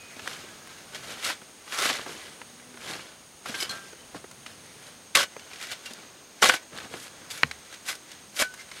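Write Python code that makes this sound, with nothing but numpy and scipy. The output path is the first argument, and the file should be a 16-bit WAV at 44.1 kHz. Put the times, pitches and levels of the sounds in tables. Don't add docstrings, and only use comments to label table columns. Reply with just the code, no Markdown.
import sys
import numpy as np
from scipy import signal
from scipy.fft import rfft, irfft
from scipy.io import wavfile
from scipy.ndimage import uniform_filter1d

SR = 44100
rng = np.random.default_rng(int(sys.argv[2]) if len(sys.argv) > 2 else 0)


def to_wav(s):
    ch = np.atleast_2d(s).T
    pcm = np.round(np.clip(ch, -1, 1) * 32767)
    wavfile.write(sys.argv[1], SR, pcm.astype(np.int16))


def elevation(decibels):
    levels = np.asarray(decibels, float)
    return 10 ** (levels / 20)


N = 388080
TIME = np.arange(N) / SR
FREQS = np.maximum(np.arange(N // 2 + 1) * SR / N, 1)

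# (t/s, grit level/dB, swell/s, fade/s, hold/s)
PUSHES = [
    (1.265, -28, .06, .065, .046),
    (1.73, -34, .03, .3, .001),
    (1.85, -24.3, .14, .17, .042),
    (5.156, -19.5, .006, .028, .08),
    (6.426, -16.5, .009, .03, .07),
    (6.543, -28.5, .13, .05, .001),
]
SAG_DB_PER_S = 105
# (t/s, grit level/dB, swell/s, fade/s)
DRAGS = [(.05, -54, .6, .6), (.279, -40, .23, .45), (.71, -51, .07, .9), (.954, -38.5, .04, .1),
         (1.109, -39.5, .26, .3), (2.111, -40, .21, .4), (2.6, -58, .6, .6), (2.909, -36.5, .17, .26),
         (3.46, -38, .015, .25), (3.55, -41, .03, .3), (3.702, -38, .04, .19), (3.86, -52, .21, .55),
         (4.871, -50, .9, .24)]
# (t/s, grit level/dB, swell/s, fade/s)
SCRAPES = [(3.49, -39, .05, .05), (4.466, -45, .01, .15), (5.29, -54, .05, .6), (5.54, -46.5, .23, .45),
           (5.633, -37.5, .08, .22), (5.724, -32.5, .035, .04), (5.865, -42, .055, .22),
           (7.744, -46.5, .21, .15), (8.116, -47.5, .13, .21), (8.598, -45, .1, .09), (8.77, -45, .17, .3)]
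# (t/s, grit level/dB, swell/s, fade/s)
SKIMS = [
    (3.628, -32, .09, .04),
    (7.04, -45, .21, .12),
    (7.306, -40, .01, .28),
    (7.895, -32, .055, .08),
    (8.372, -34, .015, .12),
    (8.4, -26, .04, .05),
    (8.421, -23.5, .035, .03),
]
# (t/s, grit level/dB, swell/s, fade/s)
CRUMBLES = [(1.9, -40, .2, .17), (4.163, -42, .03, .05), (5.41, -54, .21, .45), (5.99, -53, .1, .6),
            (6.62, -57, .05, .21), (6.76, -42, .06, .2), (6.83, -45, .07, .1), (6.94, -42.5, .1, .15),
            (7.22, -51, .45, .45), (7.46, -53, .21, .15)]
# (clods level/dB, pebbles level/dB, fine sand level/dB)
SOILS = [
    (-23, -8, -4.5),
    (-10, -4, -6),
    (-21, -11, -8),
    (-26, -10, .5),
    (-5, -.6, -10),
]
# (f/Hz, level/dB per Hz)
GRIT_COLOUR = [(35, -54), (60, -25), (371, -7), (503, -6), (803, -9), (946, -11), (1110, -8.5), (1660, -2),
               (1820, -5.5), (3340, -6), (10300, -7.5), (13900, -16), (16000, -31)]
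# (f/Hz, width/Hz, level/dB)
BLADE_MODES = [(575, 106, -5), (782, 89, -2), (1130, 60, -4.5), (1374, 92, -1), (1510, 44, 1),
               (1690, 58, -5), (2015, 160, 0.5), (2290, 54, 2), (2800, 49, 0), (3030, 50, 2),
               (3270, 70, -3), (3680, 50, -5), (4280, 55, -15), (5040, 70, -6.5)]

# (t/s, peak level/dB, f/Hz, t60/s)
TURF_STONES = [(.193, -27, 1700, .049), (.259, -32, 1420, .033), (.275, -13.5, 1480, .018),
               (.331, -29.5, 3100, .053), (.946, -29, 3250, .081), (1.299, -19.5, 1530, .081),
               (1.677, -29, 1330, .032), (1.722, -20, 2420, .031), (1.8555, -10, 2030, .025),
               (1.898, -15, 1690, .074), (2.415, -23.5, 1340, .023), (2.597, -37, 1650, .03),
               (2.772, -33, 1480, .042), (2.934, -26, 2320, .044), (3.457, -24, 1250, .027),
               (3.542, -24, 1580, .081), (3.693, -25, 4150, .04), (4.462, -25, 2070, .033),
               (4.867, -35, 3940, .03)]
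# (t/s, peak level/dB, f/Hz, t60/s)
BURIED_STONES = [(5.174, -12.5, 1630, .035), (5.204, -15, 1500, .03), (5.394, -34, 2830, .037),
                 (5.513, -33, 1460, .033), (5.532, -31, 2470, .045), (5.558, -31.5, 2800, .037),
                 (6.439, -7, 1120, .026), (6.457, -6, 1430, .027), (6.494, -2, 1550, .028),
                 (6.519, -17, 1540, .033), (6.538, -10.5, 1470, .031), (6.774, -31, 1480, .02),
                 (6.785, -20.5, 1580, .018), (7.512, -18, 2220, .026), (7.74, -32, 3840, .04),
                 (7.952, -30.5, 4970, .043), (8.364, -27, 4670, .051), (8.391, -15, 3220, .04),
                 (8.398, -15, 3000, .033), (8.419, -12, 1500, .038), (8.689, -37, 1870, .028),
                 (8.714, -28, 2140, .05)]
# (t/s, peak level/dB, f/Hz, t60/s)
CHIPS = [(.672, -35, 1630, .032), (1.226, -29, 2200, .04), (1.243, -23, 2190, .09),
         (1.785, -22, 1295, .055), (2.837, -38, 1920, .04), (3.602, -27.5, 3050, .1),
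         (3.624, -25, 3000, .04), (4.312, -33, 1020, .029), (5.151, -5.5, 2100, .047),
         (5.612, -32, 2430, .05), (5.626, -29.5, 2240, .046), (5.669, -32, 3530, .03),
         (5.714, -30.5, 1610, .061), (5.858, -30.5, 2790, .061), (5.935, -23, 4840, .013),
         (6.424, -11, 1130, .05), (6.63, -38, 1500, .023), (6.999, -34, 2900, .034),
         (7.309, -28, 3640, .05), (7.375, -31, 1510, .064), (7.726, -35, 1590, .04),
         (7.862, -36, 3630, .065), (7.885, -21.5, 2530, .054), (8.116, -33, 3030, .04),
         (8.538, -31, 1530, .044)]
# (t/s, peak level/dB, f/Hz, t60/s)
CLODS = [(.164, -36, 2500, .036), (.439, -35, 1590, .03), (1.103, -34, 1350, .047), (1.416, -36, 1450, .04),
         (2.062, -26, 1060, .042), (2.091, -33, 1530, .058), (2.741, -41, 1500, .065),
         (3.494, -29, 2230, .037), (3.624, -28, 2900, .037), (3.929, -36, 1580, .035),
         (4.145, -32, 800, .08), (4.242, -31, 958, .025), (5.365, -22, 910, .016), (5.908, -35, 3530, .063),
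         (6.73, -35.5, 1670, .035), (6.847, -33, 1690, .032), (6.925, -42, 1970, .032),
         (6.938, -28, 1670, .037)]
# (thud level/dB, snap level/dB)
VOICES = [
    (-21, -18),
    (-23, -15),
    (-27, -5),
    (-5, -16),
]

# (t/s, peak level/dB, f/Hz)
PEBBLE_CRACKS = [(1.2486, -20, 4180), (1.2529, -24, 2200), (1.2651, -22, 4180), (1.2687, -23, 2260),
                 (1.2733, -23, 1360), (1.3131, -25, 1490), (1.745, -28, 1980), (1.7758, -25, 5560),
                 (1.7882, -18, 3510), (1.8008, -23, 3750), (1.8125, -20, 3570), (1.8216, -20, 3660),
                 (1.8315, -20, 1960), (1.838, -16, 2000), (1.8486, -18, 2760), (1.8628, -20, 1940),
                 (1.8711, -22, 1490), (1.8903, -19, 3060), (1.8949, -22, 2630), (1.9024, -19, 2480),
                 (1.9077, -23, 1720), (1.9111, -23, 1640), (1.9301, -25, 3140), (1.9387, -23, 3360),
                 (1.9514, -25, 2130), (1.9573, -27, 4030), (1.969, -28, 3900), (1.9873, -30, 1310),
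                 (1.9942, -27, 600), (2.013, -30, 1590), (2.0172, -33, 620), (2.876, -31, 2220),
                 (2.8801, -34, 1490), (2.911, -27, 3550), (2.9288, -32, 1360), (2.9355, -28, 2280),
                 (2.9438, -32, 2630), (2.9646, -34, 5020), (3.4614, -24, 1290), (3.4666, -31, 1290),
                 (3.4965, -30, 3340), (3.5045, -30, 4970), (3.5465, -28, 2200), (3.5516, -25, 2930),
                 (3.5877, -30, 4440), (3.6093, -24, 5040), (3.6263, -20, 3010), (3.6314, -23, 4930),
                 (3.6441, -29, 2860), (3.7093, -27, 4180), (3.7141, -27, 4180), (3.7287, -31, 1590),
                 (5.1564, -5, 2670), (5.1607, -16, 2000), (5.1651, -14, 1590), (5.1717, -8, 3340),
               (5.1902, -18, 2890), (5.1936, -22, 1590), (5.197, -20, 3290), (5.2099, -18, 1360),
               (5.2168, -21, 3340), (5.2302, -19, 2930), (5.2344, -24, 3600), (5.2379, -22, 3120),
               (5.6003, -39, 5060), (5.6119, -32, 2390), (5.6154, -35, 3450), (5.6263, -29, 2300),
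               (5.6385, -30, 1440), (5.6689, -34, 2430), (5.6875, -37, 3600), (5.7169, -28, 3640),
               (5.7206, -28, 4440), (5.7345, -30, 3700), (6.4202, -16, 5810), (6.4273, -4, 1380),
               (6.4324, -10, 3600), (6.444, -9, 3190), (6.4503, -14, 2070), (6.4665, -16, 1610),
               (6.4719, -17, 4370), (6.4775, -19, 4070), (6.4892, -12, 5730), (6.4981, -6, 1610),
               (6.5036, -14, 1680), (6.508, -19, 1610), (6.5258, -19, 1590), (6.5421, -20, 1550),
               (6.5532, -25, 3620), (6.5612, -27, 2890), (6.5649, -30, 3420), (7.3111, -28, 4520),
               (7.3148, -26, 3600), (7.3183, -32, 4760), (7.8786, -28, 2710), (7.8924, -23, 2650),
               (7.9039, -27, 3340), (7.9116, -27, 1490), (7.9289, -31, 1570), (8.4031, -22, 1530),
               (8.4135, -18, 2170), (8.4236, -12, 1550), (8.4271, -19, 1590), (8.4346, -24, 1570),
                 (.277, -26, 3500), (5.1485, -24, 2400), (6.776, -30, 4000), (6.802, -30, 1700), (6.811, -33, 1900),
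         (7.064, -38, 1100), (7.069, -34, 1300), (7.080, -37, 2600), (7.428, -32, 2600), (7.303, -33, 5000),
         (8.546, -38, 1550)]

# (t/s after first touch, f/Hz, level/dB, t60/s)
ROCK_BOUNCES = [
    (0, 4170, 0, 0.0028),
    (.0003, 1900, 14, 0.002),
    (.0002, 1220, -12, 0.0058),
    (.0013, 2740, -2.5, 0.0061),
    (.0024, 1900, -2.5, .005),
    (.0034, 1460, -7, 0.0059),
    (.0038, 1010, -10, 0.004),
]
# (t/s after first touch, f/Hz, level/dB, t60/s)
GROUND = [
    (.003, 470, -35, .06),
    (.004, 240, -33, .1),
    (.004, 145, -24, .08),
    (.007, 75, -42, .4),
]
# (t/s, f/Hz, level/dB, t60/s)
RINGS = [(0, 2494, -50, 4), (.41, 1570, -54, .4), (.5, 1275, -57, 2.5), (0.498, 1670, -55.5, 2.0),
         (.68, 1578, -54, .6), (3.547, 1583, -37, 0.39), (3.621, 3020, -35, 0.17), (3.605, 2223, -36, .2),
         (3.603, 5050, -33, 0.2), (8.399, 580, -36, .08), (8.42, 630, -20, 0.041), (5.17, 560, -26, .2),
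         (6.49, 514, -19.5, 0.079), (6.44, 754, -19.5, 0.09), (3.695, 1583, -38.5, .9),
         (3.696, 4150, -28.5, 0.12), (3.696, 4280, -31, 0.13), (3.693, 3300, -38, 0.14),
         (3.695, 1337, -47, 0.77), (3.693, 1160, -49, 0.58), (5.21, 1480, -30, 0.17),
         (5.155, 2676, -18, .05), (5.158, 2234, -20, .06), (5.165, 1287, -25, .12), (5.17, 3327, -22, .1),
         (5.19, 3241, -28, .15), (5.225, 2950, -28, .1), (6.425, 1384, -16, .04), (6.43, 1114, -16, .1),
         (6.445, 510, -22, .1), (6.44, 2299, -24, .08), (6.44, 3257, -24, .08), (1.263, 1400, -30, .06),
         (5.863, 2770, -37, 0.14), (6.496, 1505, -23.5, 0.21), (6.54, 1520, -38, 0.17),
         (7.886, 1510, -38, 0.22), (8.424, 1502, -25.5, 0.27), (8.421, 3025, -49, .3),
         (8.591, 2090, -41, .15)]

# (f/Hz, width/Hz, level/dB, throb f/Hz, throb depth 0-1)
CICADAS = [
    (6360, 50, -67, 17, 0.5),
    (6600, 60, -68, 17, 0.4),
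    (6560, 500, -61.5, 100, .15),
    (8580, 940, -61, 100, 0.3),
    (9480, 900, -66.5, 92, .2),
]
# (t/s, level/dB)
FAR_CHORUS = [
    (0, -1),
    (2.5, 4),
    (4.9, 3),
    (5.2, -19),
    (8.8, -16),
]
# (start t/s, end t/s)
HANDOVER_S = (3.4, 4.6)
# (t/s, f/Hz, level/dB)
BEE_PASSES = [
    [(2.3, 236, -75), (2.4, 236.8, -57), (2.55, 242.3, -55.5), (2.72, 248, -56.5), (2.82, 230, -55)],
    [(4.3, 230, -77), (4.4, 229, -61), (4.55, 234, -63), (4.65, 226, -77)],
]
# (f/Hz, level/dB per Hz)
AIR_COLOUR = [(15, -43), (30, -12), (76, -1.5), (223, 3), (1070, -2.5), (1650, -4.5), (5000, -6.5),
              (5730, -8), (6560, -3), (7310, -14), (8830, -9.5), (10400, -16), (16000, -19.5)]


def unit(x):
    return x / np.sqrt(np.mean(x ** 2))


def decay(t, t60):
    return np.exp(-np.log(1000) * t / t60)


def sine(t, hz):
    return np.sin(2 * np.pi * hz * t)


def colour(x, points):
    hz, db = np.transpose(points)
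    gain = elevation(np.interp(np.log(FREQS), np.log(hz), db))
    return irfft(rfft(x) * gain, N)


def band(x, lo_hz, hi_hz):
    sos = signal.butter(2, [lo_hz, min(hi_hz, .45 * SR)], "band", fs=SR, output="sos")
    return signal.sosfilt(sos, x)


def resonate(x, hz, width):
    r = np.exp(-np.pi * width / SR)
    feedback = [1, -2 * r * np.cos(2 * np.pi * hz / SR), r * r]
    return signal.lfilter([(1 - r * r) / 2, 0, (r * r - 1) / 2], feedback, x)


def walk(rate):
    k = int(SR / rate)
    steps = np.repeat(rng.standard_normal(N // k + 1), k)
    return unit(uniform_filter1d(uniform_filter1d(steps, k), k)[:N])


def add(out, s, x):
    i = int(s * SR)
    out[i:i + len(x)] += x[:N - i]


def strokes(rows, share=1):
    power = np.zeros(N)
    for s, db, swell, fade, *hold in rows:
        hold = max(sum(hold), 1e-4)
        at = s + np.cumsum([-3 * swell, 3 * swell, hold, 3 * fade * share])
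        end_db = db - SAG_DB_PER_S * hold / share
        near = slice(*np.searchsorted(TIME, at[[0, -1]]))
        power[near] += elevation(2 * np.interp(TIME[near], at, [db - 60, db, end_db, end_db - 60]))
    return power


def grains(per_s, spread_db, tail_s):
    chance, size = rng.random((N, 2)).T
    cracks = (chance < per_s / SR) * elevation(-2 * spread_db * np.log(size + .01))
    puffs = signal.lfilter([1], [1, -np.exp(-1 / (tail_s * SR))], cracks)
    return unit(np.sqrt(puffs) * rng.standard_normal(N))


def scrape():
    kinds = (PUSHES, DRAGS, SCRAPES, SKIMS, CRUMBLES)
    power = np.array([strokes(rows) for rows in kinds])
    brief = np.array([strokes(rows, .7) for rows in kinds])
    clod_db, pebble_db, sand_db = np.transpose(SOILS)
    grit_gain = np.sqrt(power.sum(axis=0))
    clod_gain = np.sqrt(elevation(2 * clod_db) @ power)
    pebble_gain = np.sqrt(elevation(2 * pebble_db) @ power)
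    sand_gain = np.sqrt(elevation(2 * sand_db) @ brief)

    slip = elevation(1.2 * walk(60))
    rub = (grains(2200, 2.6, 0.0021) + .5 * grains(600, 2.5, 0.00028)) * slip
    steel = sum(elevation(db + 5 * walk(18)) * resonate(rub, hz, width) for hz, width, db in BLADE_MODES)
    chips = sum(band(grains(500, 2.65, 0.0019), hz, 1.5 * hz) for hz in (1300, 2000, 3100))
    grit = unit(band(colour(rub + 0.6 * unit(chips) * slip, GRIT_COLOUR), 1310, 6900))
    grit = grit + elevation(-5) * unit(steel)
    loaded = np.exp(-((TIME - 1.78) / 0.066) ** 2)
    grit = grit + elevation(.5) * loaded * unit(resonate(rub, 1320, 220))

    clods = unit(band(band(grains(400, 2.8, .004), 87, 570), 53, 550))
    pebbles = unit(band(colour(grains(700, 2.5, 0.0016) * slip, GRIT_COLOUR), 445, 1300))
    fine = 0.31 * rub + 1.5 * grains(4000, 1.7, .0008) * slip
    sand = unit(band(colour(fine, GRIT_COLOUR), 4800, 14800))
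    coarse = elevation(-.5) * clod_gain * clods + elevation(-2) * pebble_gain * pebbles
    return elevation(-3) * grit_gain * grit + coarse + elevation(-4) * sand_gain * sand


def knocks():
    out, t = np.zeros(N), TIME[:SR // 8]
    kinds = (TURF_STONES, BURIED_STONES, CHIPS, CLODS)
    hits = [(*row, *voice) for rows, voice in zip(kinds, VOICES) for row in rows]
    bite = 1 - np.exp(-t / .0009)
    late = 1 - np.exp(-t / 0.0017)
    for s, peak_db, hz, t60, thud_db, snap_db in hits:
        noise = rng.standard_normal((3, len(t)))
        tone = sine(t, hz) * decay(t, .45 * t60)
        splinters = unit(band(band(noise[0], 0.39 * hz, 1.88 * hz), 0.44 * hz, 4.2 * hz))
        splinters = splinters * decay(t, 0.94 * t60)
        snap = unit(band(noise[1], 3200, 10100)) * decay(t, 0.88 * t60)
        hollow = 0.74 * sine(t, 340 + 60 * noise[2, 0])
        body = .7 * unit(band(noise[2], 148, 820)) + hollow
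        thud = band(body * decay(t, 1.36 * t60) * late, 103, 800)
        strike = bite * (0.66 * tone + .5 * splinters + elevation(snap_db - 1.8) * snap)
        add(out, s, elevation(peak_db) * (strike + elevation(thud_db + 3) * thud))
    return out


def cracks():
    out, t = np.zeros(N), TIME[:SR // 30]
    shape = (1 - np.exp(-t / .0004)) * decay(t, .010)
    for s, peak_db, hz in PEBBLE_CRACKS:
        shards = unit(band(rng.standard_normal(len(t)), .5 * hz, min(2.2 * hz, 8500)))
        add(out, s, elevation(peak_db + 1) * shape * (sine(t, hz) + elevation(-2) * shards))
    return out


def rock():
    out, t = np.zeros(N), TIME[:SR // 4]
    first_touch_s = 7.4331
    for delay, hz, db, t60 in ROCK_BOUNCES + GROUND:
        swell = 1 - np.exp(-t * hz / .7)
        add(out, first_touch_s + delay, -elevation(db) * swell * sine(t, hz) * decay(t, t60))
    return band(out, 55, 9000)


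def rings():
    out, t = np.zeros(N), TIME[:SR // 3]
    grip = np.cos(np.pi / 2 * t / t[-1])
    for s, hz, db, t60 in RINGS:
        add(out, s, elevation(db) * grip * sine(t, hz) * decay(t, t60))
    return out * elevation(1.0 * walk(50))


def bee():
    out = 0
    for s, hz, db in map(np.transpose, BEE_PASSES):
        beat_hz = np.interp(TIME, s, hz) * (1 + 0.0075 * walk(25.54))
        phase = 2 * np.pi * np.cumsum(beat_hz) / SR
        wings = sum(np.sin(k * phase) / k ** 1.4 for k in range(1, 8))
        out = out + elevation(np.interp(TIME, s, db, -150, -150) - 1 + 2 * walk(14)) * wings
    return out


def cicadas():
    out = []
    for hz, width, db, throb_hz, depth in CICADAS:
        throb_phase = 2 * np.pi * np.cumsum(throb_hz * (1 + .04 * walk(1.5))) / SR
        throb = 1 + depth * np.sin(throb_phase)
        song = resonate(resonate(rng.standard_normal(N), hz, width), hz, width)
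        out.append(elevation(db + 1.2 * walk(2.42)) * throb * unit(song))
    handover_db = 7
    turn_db = handover_db * np.interp(TIME, HANDOVER_S, [-1, .3])
    out[0] = out[0] * elevation(turn_db)
    out[1] = out[1] * elevation(-turn_db - handover_db * .7)
    return sum(out[:-1]) + out[-1] * elevation(np.interp(TIME, *np.transpose(FAR_CHORUS)))


def air():
    hiss = unit(colour(rng.standard_normal(N), AIR_COLOUR))
    bass = band(hiss, 44, 270)
    rustle = elevation(.7 * walk(4))
    return elevation(-51.5) * (hiss * rustle + bass * (elevation(2.1 * walk(1.47)) - 1))


def scene():
    shovel = scrape() + knocks() + cracks() + rock() + rings()
    t = TIME[:SR // 6]
    slope = rng.standard_normal(len(t)) * decay(t, 0.075) * (t > .006)
    echo = elevation(-25) * signal.fftconvolve(shovel, slope / np.sqrt(np.sum(slope ** 2)))[:N]
    mono = shovel + echo + cicadas() + bee() + air()
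    return np.array([mono, mono])


def roll_off(x):
    return signal.sosfilt(signal.butter(12, 16510, fs=SR, output="sos"), x)


def record(dry):
    trace = colour(dry[0] * walk(300), [(30, -30), (200, -43), (1000, -33), (4000, -30), (12000, -22)])
    both = np.clip(dry + np.array([trace, -trace]), -.95, .95)
    top = signal.ellip(10, .2, 80, 15800, fs=SR, output="sos")
    mix = signal.sosfilt(top, both)
    return roll_off(mix)


dry = scene()
out = record(dry)
to_wav(out)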